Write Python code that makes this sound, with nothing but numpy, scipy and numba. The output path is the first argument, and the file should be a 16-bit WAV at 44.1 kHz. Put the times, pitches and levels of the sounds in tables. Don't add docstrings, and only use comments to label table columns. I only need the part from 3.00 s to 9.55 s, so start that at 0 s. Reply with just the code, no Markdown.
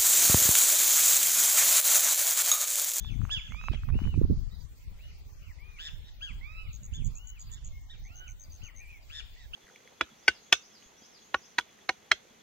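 import sys
import numpy as np
from scipy import signal
from scipy.fft import rfft, irfft, dct
from scipy.io import wavfile
from scipy.ndimage import uniform_filter1d
from numba import njit

SR = 44100
rng = np.random.default_rng(int(sys.argv[2]) if len(sys.argv) > 2 else 0)


def ratio_of_db(decibels):
    return 10 ** (np.asarray(decibels, float) / 20)


def to_wav(s):
    ch = np.atleast_2d(s).T
    pcm = np.round(np.clip(ch, -1, 1) * 32767)
    wavfile.write(sys.argv[1], SR, pcm.astype(np.int16))


N = 288855
T = np.arange(N) / SR
PORT_LAG = 21


def walk(rate_hz):
    k = int(SR / rate_hz)
    held = np.repeat(rng.standard_normal(N // k + 1), k)
    return 1.816 * uniform_filter1d(uniform_filter1d(held, k), k)[:N]


def unit(x):
    return x / np.sqrt(np.mean(x ** 2))


def add(out, start_s, sound, pan_db):
    i = int(start_s * SR)
    sound = sound[max(-i, 0):N - i]
    i = max(i, 0)
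    out[:, i:i + len(sound)] += sound * ratio_of_db(np.array([[pan_db], [-pan_db]]) / 2)


@njit
def low_pass(x, hz, damp):
    y, b, l = np.empty(len(x)), 0., 0.
    for i in range(len(x)):
        g = np.tan(np.pi * hz[i] / SR)
        v = (b + g * (x[i] - l)) / (1 + g * (g + damp))
        y[i] = l + g * v
        b, l = 2 * v - b, l + 2 * g * v
    return y


def wind():
    # t/s, level/dB, left minus right/dB
    slow_wind = [(0, -38.5, 16), (.18, -35.5, 20.5), (0.501, -45, 4.5), (.64, -39, -14.5), (.97, -35, -7),
                 (1.26, -28, -8), (1.57, -43, 16), (1.7, -47.5, 4), (2.0, -46, -0.5), (2.45, -49.5, 2),
                 (2.65, -50.5, 4.5), (3.57, -45.5, -0.5), (4.08, -43.5, -5), (4.27, -48, 5), (4.6, -46, -6),
                 (5.05, -46.5, 1.5), (5.76, -51, 4.5), (6.55, -49.5, -0.5)]
    # t/s, half width/s, boost/dB, left minus right/dB
    puffs = [(.16, .06, 3, 11), (0.509, .03, 9, -7), (0.698, 0.032, 6, -0.5), (0.948, 0.055, 5, 2),
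             (1.02, .03, 0, 17), (1.92, .05, 5, 4.5), (2.47, .04, 6.5, -14), (2.929, 0.031, 3.5, -22),
             (3.36, 0.06, 5, -5), (3.7, 0.035, 6.5, -1), (4.048, 0.1, 8, -8), (4.549, 0.029, 4, -5),
             (4.672, .04, 9, -2.5), (5.12, 0.028, 4, -7.5), (5.28, 0.033, 3, -9.5),
             (5.639, 0.012, 11.5, 10), (6.17, 0.022, -4, -1)]
    # t/s, peak/dB, f/Hz, left minus right/dB
    eddies = [(0.161, -25, 162, 32), (0.716, -27.5, 240, -34), (0.956, -22.5, 260, -28),
              (1.019, -21, 200, 16), (1.178, -17, 230, -21), (1.19, -13.5, 120, -18),
              (1.216, -11.5, 300, -52), (1.251, -20, 260, -28), (1.301, -14.5, 240, -44),
              (1.308, -16, 280, -49), (4.023, -38, 220, -21)]
    calm_db, bright_per_db = -47, 0.2378
    s, db, pan_db = np.transpose(slow_wind)
    db, pan_db = np.interp(T, s, db), np.interp(T, s, pan_db)
    for at_s, half_s, boost_db, lean_db in puffs:
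        puff = np.exp(-((T - at_s) / half_s) ** 2)
        db, pan_db = db + boost_db * puff, pan_db + lean_db * puff
    db = db - 10 * np.log10(np.cosh(pan_db * np.log(10) / 20))
    out = np.zeros((2, N))
    for port, side in enumerate((.5, -.5)):
        buffet_db = 3 * np.tanh(walk(30)) + 1.83 * walk(60)
        gust_db = db + side * pan_db
        hz = 80 * ratio_of_db(bright_per_db * (gust_db - calm_db) + 0.33 * buffet_db)
        hz = np.clip(hz, 20, 600)
        rush = low_pass(rng.standard_normal(N), hz, 2.62)
        rush = low_pass(rush, 0.97 * hz, 1.45) / np.sqrt(hz)
        out[port] = ratio_of_db(gust_db + 5.5) * unit(ratio_of_db(buffet_db) * rush)
    for s, db, hz, pan_db in eddies:
        cycles = np.arange(-2, 2, hz / SR)
        eddy = np.exp(-(cycles / 0.49) ** 2) * np.cos(2 * np.pi * cycles)
        add(out, s - 2 / hz, ratio_of_db(db - abs(pan_db) / 2) * eddy, pan_db)
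    return signal.sosfilt(signal.butter(2, 22, "high", fs=SR, output="sos"), out)


def air():
    # f/Hz, density/dB per Hz
    spectrum = [(150, -15.5), (250, -11.5), (398, -8.5), (1430, -13.5), (1690, -16), (1930, -10.5),
                (2550, -12), (3170, -14), (4560, -15), (5660, -18), (6470, -14), (9320, -29), (13200, -25)]
    level_db = -66.5 + 4.0
    f = np.fft.rfftfreq(N, 1 / SR) + 1
    corner_hz, density_db = np.transpose(spectrum)
    colour = ratio_of_db(np.interp(np.log(f), np.log(corner_hz), density_db))
    shared = rng.standard_normal(N)
    mix = np.clip(.6 - f / 5000, 0, 1)
    common = rfft([np.roll(shared, PORT_LAG), shared])
    own = rfft(rng.standard_normal((2, N)))
    noise = colour * (mix * common + np.sqrt(1 - mix ** 2) * own)
    out, swell = 0, walk(1.545)
    place = 3 * np.log2(f / 150)
    for band in range(21):
        flicker_db = 0.27 * swell + 2.3 * np.array([walk(12), walk(15)])
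        out = out + ratio_of_db(flicker_db) * irfft(noise * np.clip(1 - abs(place - band), 0, 1), N)
    above = irfft(rfft(out) * (f > 300) * (f < 13200), N)
    return out * ratio_of_db(level_db) / np.sqrt(np.mean(above ** 2))


def insects():
    band = signal.butter(4, [13900, 16000], "band", fs=SR, output="sos")
    throb_db = 7 * np.tanh(1.4 * walk(79) + .5)
    return ratio_of_db(-73.0) * unit(ratio_of_db(throb_db) * signal.sosfilt(band, rng.standard_normal((2, N))))


def note(out, s, hz, partials_db, burr, pan_db, burr_hz=155, edge_s=0.0019):
    t = np.arange(s[0], s[-1], 1 / SR)
    chance = rng.standard_normal((2, SR // 3))
    shake = np.interp(t, t[::64], chance[0, :len(t[::64])])
    rasp = unit(uniform_filter1d(uniform_filter1d(chance[1], size=24), size=24))[:len(t)]
    flutter = np.sin(2 * np.pi * burr_hz * t + 0.0043 * np.cumsum(shake))
    pitch = uniform_filter1d(np.interp(t, s, hz), size=300, mode="nearest")
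    pitch = pitch * (1 + burr * (0.021 * flutter + 0.018 * shake))
    phase = 2 * np.pi * np.cumsum(pitch) / SR
    tone = sum(ratio_of_db(np.interp(t, s, db)) * np.sin((k + 1) * phase) for k, db in enumerate(partials_db))
    edge = np.clip(np.minimum(t - s[0], s[-1] - t) / edge_s, 0, 1)
    rough = 1 + np.clip(burr, 0, 1) * flutter + .28 * burr * rasp
    add(out, s[0], 3.25 * edge * tone * rough, pan_db)


def call(out, s, length_s, top_hz, db, pan_db, up, down, start, end, bend, drop, sag_db, first_sag_db,
         swell_db, first_db, third_db, fourth_db, burr):
    u = np.linspace(0, 1, num=25)
    rise = (1 - start) * np.clip(1 - u / up, 0, 1) ** bend
    fall = (1 - end) * np.clip((u - down) / (1 - down), 0, 1) ** drop
    share = 1 - rise - fall
    under_oct = np.log2(share)
    breath_db = 3.5 * np.interp(u, u[::4], rng.standard_normal(size=7))
    second = db + sag_db * under_oct + swell_db * (u - .5) + breath_db
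    first = second + first_db + first_sag_db * under_oct
    third = second + third_db + 25 * under_oct
    fourth = second + fourth_db + 35 * under_oct
    partials_db = [first, second, third, fourth, fourth - 19, third - 24]
    note(out, s + u * length_s, top_hz * share, partials_db, burr, pan_db)


def flycatchers():
    # t/s, length/s, top f/Hz, level/dB, left minus right/dB
    harsh = [
        (2.782, .113, 1735, -55.5, 1),
        (3.02, .085, 1832, -74.5, 1.5),
        (4.49, .1, 1748, -69, 0),
        (6.098, .115, 1731, -54, 4.5),
        (6.37, .09, 1850, -72, -4.5),
    ]
    away = [
        (-0.04, .15, 1725, -57, -.5),
        (1.985, .135, 1452, -68.5, 1.5),
    ]
    sharp = [
        (.298, .108, 1717, -42, -4.5),
        (3.928, .11, 1752, -58, 1.5),
        (6.533, 0.099, 1761, -43.5, -3),
    ]
    open_throat = [
        (3.208, .112, 1660, -49.5, 3),
        (4.893, .07, 1880, -60, -0.5),
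    ]
    drawn = [
        (.505, .25, 1298, -60, -6.5),
        (3.41, .27, 1305, -63, -10),
    ]
    bows = [
        (5.05, .245, 1494, -66, -2.5),
    ]
    # t/s, length/s, top f/Hz, end f/Hz, level/dB
    arches = [(.39, .1, 1685, 1181, -60), (.785, .095, 1274, 1222, -74.5), (.92, .235, 1490, 1176, -65),
              (1.51, .055, 1962, 1762, -75), (2.585, .205, 1223, 981, -64.5),
              (3.55, .17, 1484, 1152, -71.5), (4.15, .235, 1497, 1143, -70.5),
              (4.72, 0.077, 1085, 1055, -71)]
    swoops = [(.075, .07, 1546, 1012, -66.5), (.725, .055, 1685, 1255, -59), (2.42, .105, 1520, 834, -68),
              (5.615, 0.087, 1548, 938, -63.5), (5.745, 0.093, 1072, 830, -74), (6.36, .1, 1010, 830, -71)]
    # t/s, f/Hz, level/dB
    waver = [
        (5.77, 1037, -76.5),
        (5.82, 1228, -58.5),
        (5.868, 1141, -71.5),
        (5.904, 1252, -60),
        (5.985, 1040, -70.5),
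    ]
    harsh_voice = dict(up=.5, down=.8, start=.66, end=0.65, bend=2.7, drop=1.6, sag_db=14.5, first_sag_db=0, swell_db=4, first_db=-10, third_db=-11, fourth_db=-14, burr=1.1)
    chirp_voice = dict(up=.21, down=0.28, start=.72, end=.58, bend=1.6, drop=1.6, sag_db=20, first_sag_db=-5.5, swell_db=-1, first_db=-20.5, third_db=-19.5, fourth_db=-19, burr=0.23)
    drawn_voice = dict(up=0.65, down=.62, start=.77, end=.78, bend=2.4, drop=4.8, sag_db=8, first_sag_db=43, swell_db=-3.5, first_db=-7, third_db=-14, fourth_db=-18.5, burr=0.12)
    bow_voice = dict(up=0.76, down=0.83, start=.67, end=0.7, bend=2.6, drop=1.9, sag_db=0.5, first_sag_db=48, swell_db=-1.5, first_db=1, third_db=-44, fourth_db=-27, burr=0.23)
    arch_voice = dict(up=.45, down=.52, bend=2.1, drop=4.2, sag_db=7, first_sag_db=9.5, swell_db=1, first_db=-13, third_db=-25, fourth_db=-35, burr=0.13)
    swoop_voice = dict(up=.25, down=0.25, bend=1.5, drop=1.3, sag_db=7, first_sag_db=5.5, swell_db=2, first_db=-12.5, third_db=-23, fourth_db=-48, burr=.2)
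    away_voice = dict(harsh_voice, first_db=-21.5, third_db=-22.5, fourth_db=-26.5, burr=.5)
    open_voice = dict(chirp_voice, first_db=-11.5)
    out = np.zeros((2, N))
    near = ((harsh, harsh_voice), (away, away_voice), (sharp, chirp_voice), (open_throat, open_voice),
            (drawn, drawn_voice), (bows, bow_voice))
    for rows, voice in near:
        for row in rows:
            call(out, *row, **voice)
    for rows, voice, rise, pan_db in ((arches, arch_voice, .9, 5), (swoops, swoop_voice, .5, 4.6)):
        for s, length_s, top_hz, end_hz, db in rows:
            end = end_hz / top_hz
            call(out, s, length_s, top_hz, db, pan_db, start=1 - rise * (1 - end), end=end, **voice)
    s, hz, db = np.transpose(waver)
    note(out, s, hz, [db - 31.5, db], burr=.36, pan_db=1)
    return out


def chirp(hz, sweep_hz, length_s):
    u = np.linspace(0, 1, int(length_s * SR))
    shape = np.sin(np.pi * u ** .75) ** 2
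    return shape * np.sin(2 * np.pi * np.cumsum(hz + sweep_hz * (.5 - u)) / SR)


def trill(out, bursts, gap_s, sweep_hz, count):
    for s, db, hz, pan_db in bursts:
        chance_db = rng.standard_normal(count)
        for k in range(count):
            add(out, s + k * gap_s, ratio_of_db(db + 1.0 + chance_db[k]) * chirp(hz, sweep_hz, 0.0079), pan_db)


def small_birds():
    # t/s, peak/dB, centre f/Hz, left minus right/dB
    steep_bursts = [(3.7294, -47, 6510, 1), (3.8307, -46, 6660, -1), (3.935, -45, 6646, -3.5),
                    (4.044, -42.5, 6820, -1.5), (4.152, -44, 6690, -1), (4.2702, -45, 6700, 6),
                    (4.3934, -43.5, 6750, -1.5), (4.5143, -43, 6840, -4.5), (4.6443, -44, 6725, -0.5)]
    flat_bursts = [(0.0014, -60.5, 6400, 4.7), (0.1116, -60.5, 6120, 3.5), (0.232, -59.5, 6350, 2.0),
                   (0.4905, -58, 6430, 3.1), (0.634, -55, 6330, 2.8), (5.0378, -55, 6220, 2.2),
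                   (5.1549, -47.5, 6240, 2), (5.2772, -48.5, 6260, 3.1), (5.3953, -48.5, 6330, 4.3),
                   (5.5195, -50.5, 6250, 2.8), (5.6354, -48.5, 6320, 1), (5.7608, -49, 6240, 3.4)]
    # t/s, peak/dB, f/Hz
    chips = [(1.543, -61.5, 4760), (1.6014, -57, 4646), (4.4035, -57, 4790), (4.4635, -57, 4650),
             (5.4342, -57, 4700), (5.4959, -57.5, 4630), (6.0202, -62.5, 4740), (6.0856, -61, 4680)]
    out = np.zeros((2, N))
    trill(out, steep_bursts, .0095, 1500, count=4)
    trill(out, flat_bursts, .0096, 850, count=5)
    for s, db, hz in chips:
        add(out, s, ratio_of_db(db) * chirp(hz, 610, 0.032), .3)
    return out


def scrub(birds, tail_db, t60_s, echo_db):
    # delay/s, level/dB
    echoes = [
        (.0031, -7.5),
        (0.0112, -8),
        (0.025, -46.5),
    ]
    t = T[:SR]
    path = rng.standard_normal((2, SR)) * ratio_of_db(-60 * t / t60_s) * np.clip(t / 0.0074, 0, 1)
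    path = path * ratio_of_db(3 * np.tanh(walk(90)[:SR]))
    path = ratio_of_db(tail_db) * unit(path) / np.sqrt(SR)
    path[:, 0] = 1
    for s, db in echoes:
        path[:, int(s * SR)] += ratio_of_db(db + echo_db)
    heard = signal.fftconvolve(birds, path, axes=1)[:, :N]
    return np.array([np.roll(heard[0], PORT_LAG), heard[1]])


def creaks():
    # t/s, peak/dB, ring f/Hz, upper ring/dB, left minus right/dB
    case_slips = [(0.047, -41.5, 1020, 2, 1), (0.216, -39, 1255, -11, -8), (0.251, -34.5, 1190, -7.5, -4.5),
                  (0.294, -35.5, 1300, -4, -5), (0.521, -36.5, 1310, 1.5, -7),
                  (0.546, -37.5, 1060, -19, -6), (0.613, -40.5, 1300, 3.5, -10),
                  (0.639, -35, 1160, 0.5, -4.5), (0.684, -21.5, 1136, -2.5, -4.5),
                  (0.735, -33, 635, -17, -0.5), (0.745, -44.5, 622, 7, 12), (0.834, -38, 1370, -9, -2.5),
                  (0.888, -39.5, 1144, -8, -15), (0.945, -41, 637, 2.5, 2), (0.99, -37, 676, -4, -4),
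                  (1.04, -48, 630, 13.5, 2), (1.052, -43, 1010, 2, -11), (1.141, -39, 900, -6.5, -10)]
    # t/s, length/s, level/dB, centre f/Hz
    rubs = [
        (0.2, 0.24, -63, 1370),
        (0.714, 0.046, -51, 2544),
        (0.88, 0.033, -53, 1250),
        (0.925, 0.18, -57.5, 1230),
        (1.204, 0.065, -60, 770),
    ]
    out, t = np.zeros((2, N)), T[:800]
    push = np.sin(np.pi / 2 * np.clip(t / .0013, 0, 1)) ** 2
    for s, db, hz, upper_db, pan_db in case_slips:
        low = np.sin(2 * np.pi * hz * t) * ratio_of_db(-60 * t / 0.0061)
        high = ratio_of_db(upper_db) * np.sin(2 * np.pi * 2500 * t) * ratio_of_db(-60 * t / 0.004)
        add(out, s, ratio_of_db(db + 8.5) * push * (low + high), pan_db)
    for s, length_s, db, hz in rubs:
        grains = rng.standard_normal(SR // 4) * rng.exponential(size=SR // 4) ** 3
        grains = grains[:int(length_s * SR)]
        band = signal.butter(2, [hz / 2, 1.5 * hz], "band", fs=SR, output="sos")
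        scratch = unit(signal.sosfilt(band, grains)) * np.hanning(len(grains)) ** .5
        add(out, s, ratio_of_db(db) * scratch, -4)
    return out


def scene():
    ground = wind() + air() + insects() + creaks()
    small = scrub(small_birds(), tail_db=-18, t60_s=.3, echo_db=-7.5)
    return ground + small + scrub(flycatchers(), tail_db=-9.0, t60_s=.62, echo_db=-3.0)


def fold(x, sign):
    size = x.shape[2]
    half = size // 2
    rise = np.sin(np.pi * (np.arange(size) + .5) / (2 * size))
    up, down = rise[half:], rise[half - 1::-1]
    a, b = x[:, :-1, half:], x[:, 1:, :half]
    mirrored = a[..., ::-1]
    new_a = (up * mirrored + sign * down * b)[..., ::-1]
    new_b = up * b - sign * down * mirrored
    a[:], b[:] = new_a, new_b


def phone_processing(x):
    # f/Hz, step/dB
    coarse_steps = [(200, -30), (450, -6), (800, 3), (3000, 5), (6000, 8), (9000, 12), (13000, 12),
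                    (15500, 8)]
    size, count, top_hz = 1024, 8, 15780
    bands, frames = size // count, N // size + 3
    lead = size + size // 4
    x = np.pad(x, ((0, 0), (lead, frames * size - N - lead))).reshape(2, frames, size)
    fold(x, -1)
    c = dct(x, type=4, norm="ortho").reshape(2, frames, bands, count)
    hz = (np.arange(bands) + .5) * count * SR / (2 * size)
    corner_hz, corner_db = np.transpose(coarse_steps)
    over_db = np.interp(np.log(hz), np.log(corner_hz), corner_db)
    whim_db = 4 * 2.2 * uniform_filter1d(rng.standard_normal((frames, bands)), size=3, axis=0)
    level = np.sqrt(np.mean(c ** 2, axis=3)) + 1e-9
    usual = np.median(level, axis=1, keepdims=True)
    c = c * np.clip(level / usual / 1.5, 0, 1)[..., None] ** (.8 * (hz[:, None] > 350))
    step = .7 * usual * (level / usual) ** .3 * ratio_of_db(over_db + whim_db)
    c = (np.round(c / step[..., None]) * step[..., None]).reshape(2, frames, size)
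    x = dct(c * (np.arange(size) * SR / (2 * size) < top_hz), type=4, norm="ortho")
    fold(x, 1)
    return x.reshape(2, -1)[:, lead:][:, :N]


def band_limit(x):
    return signal.sosfilt(signal.butter(12, 16450, fs=SR, output="sos"), x)


def record(dry):
    mix = phone_processing(dry)
    return band_limit(mix)


dry = scene()
out = record(dry)
to_wav(out)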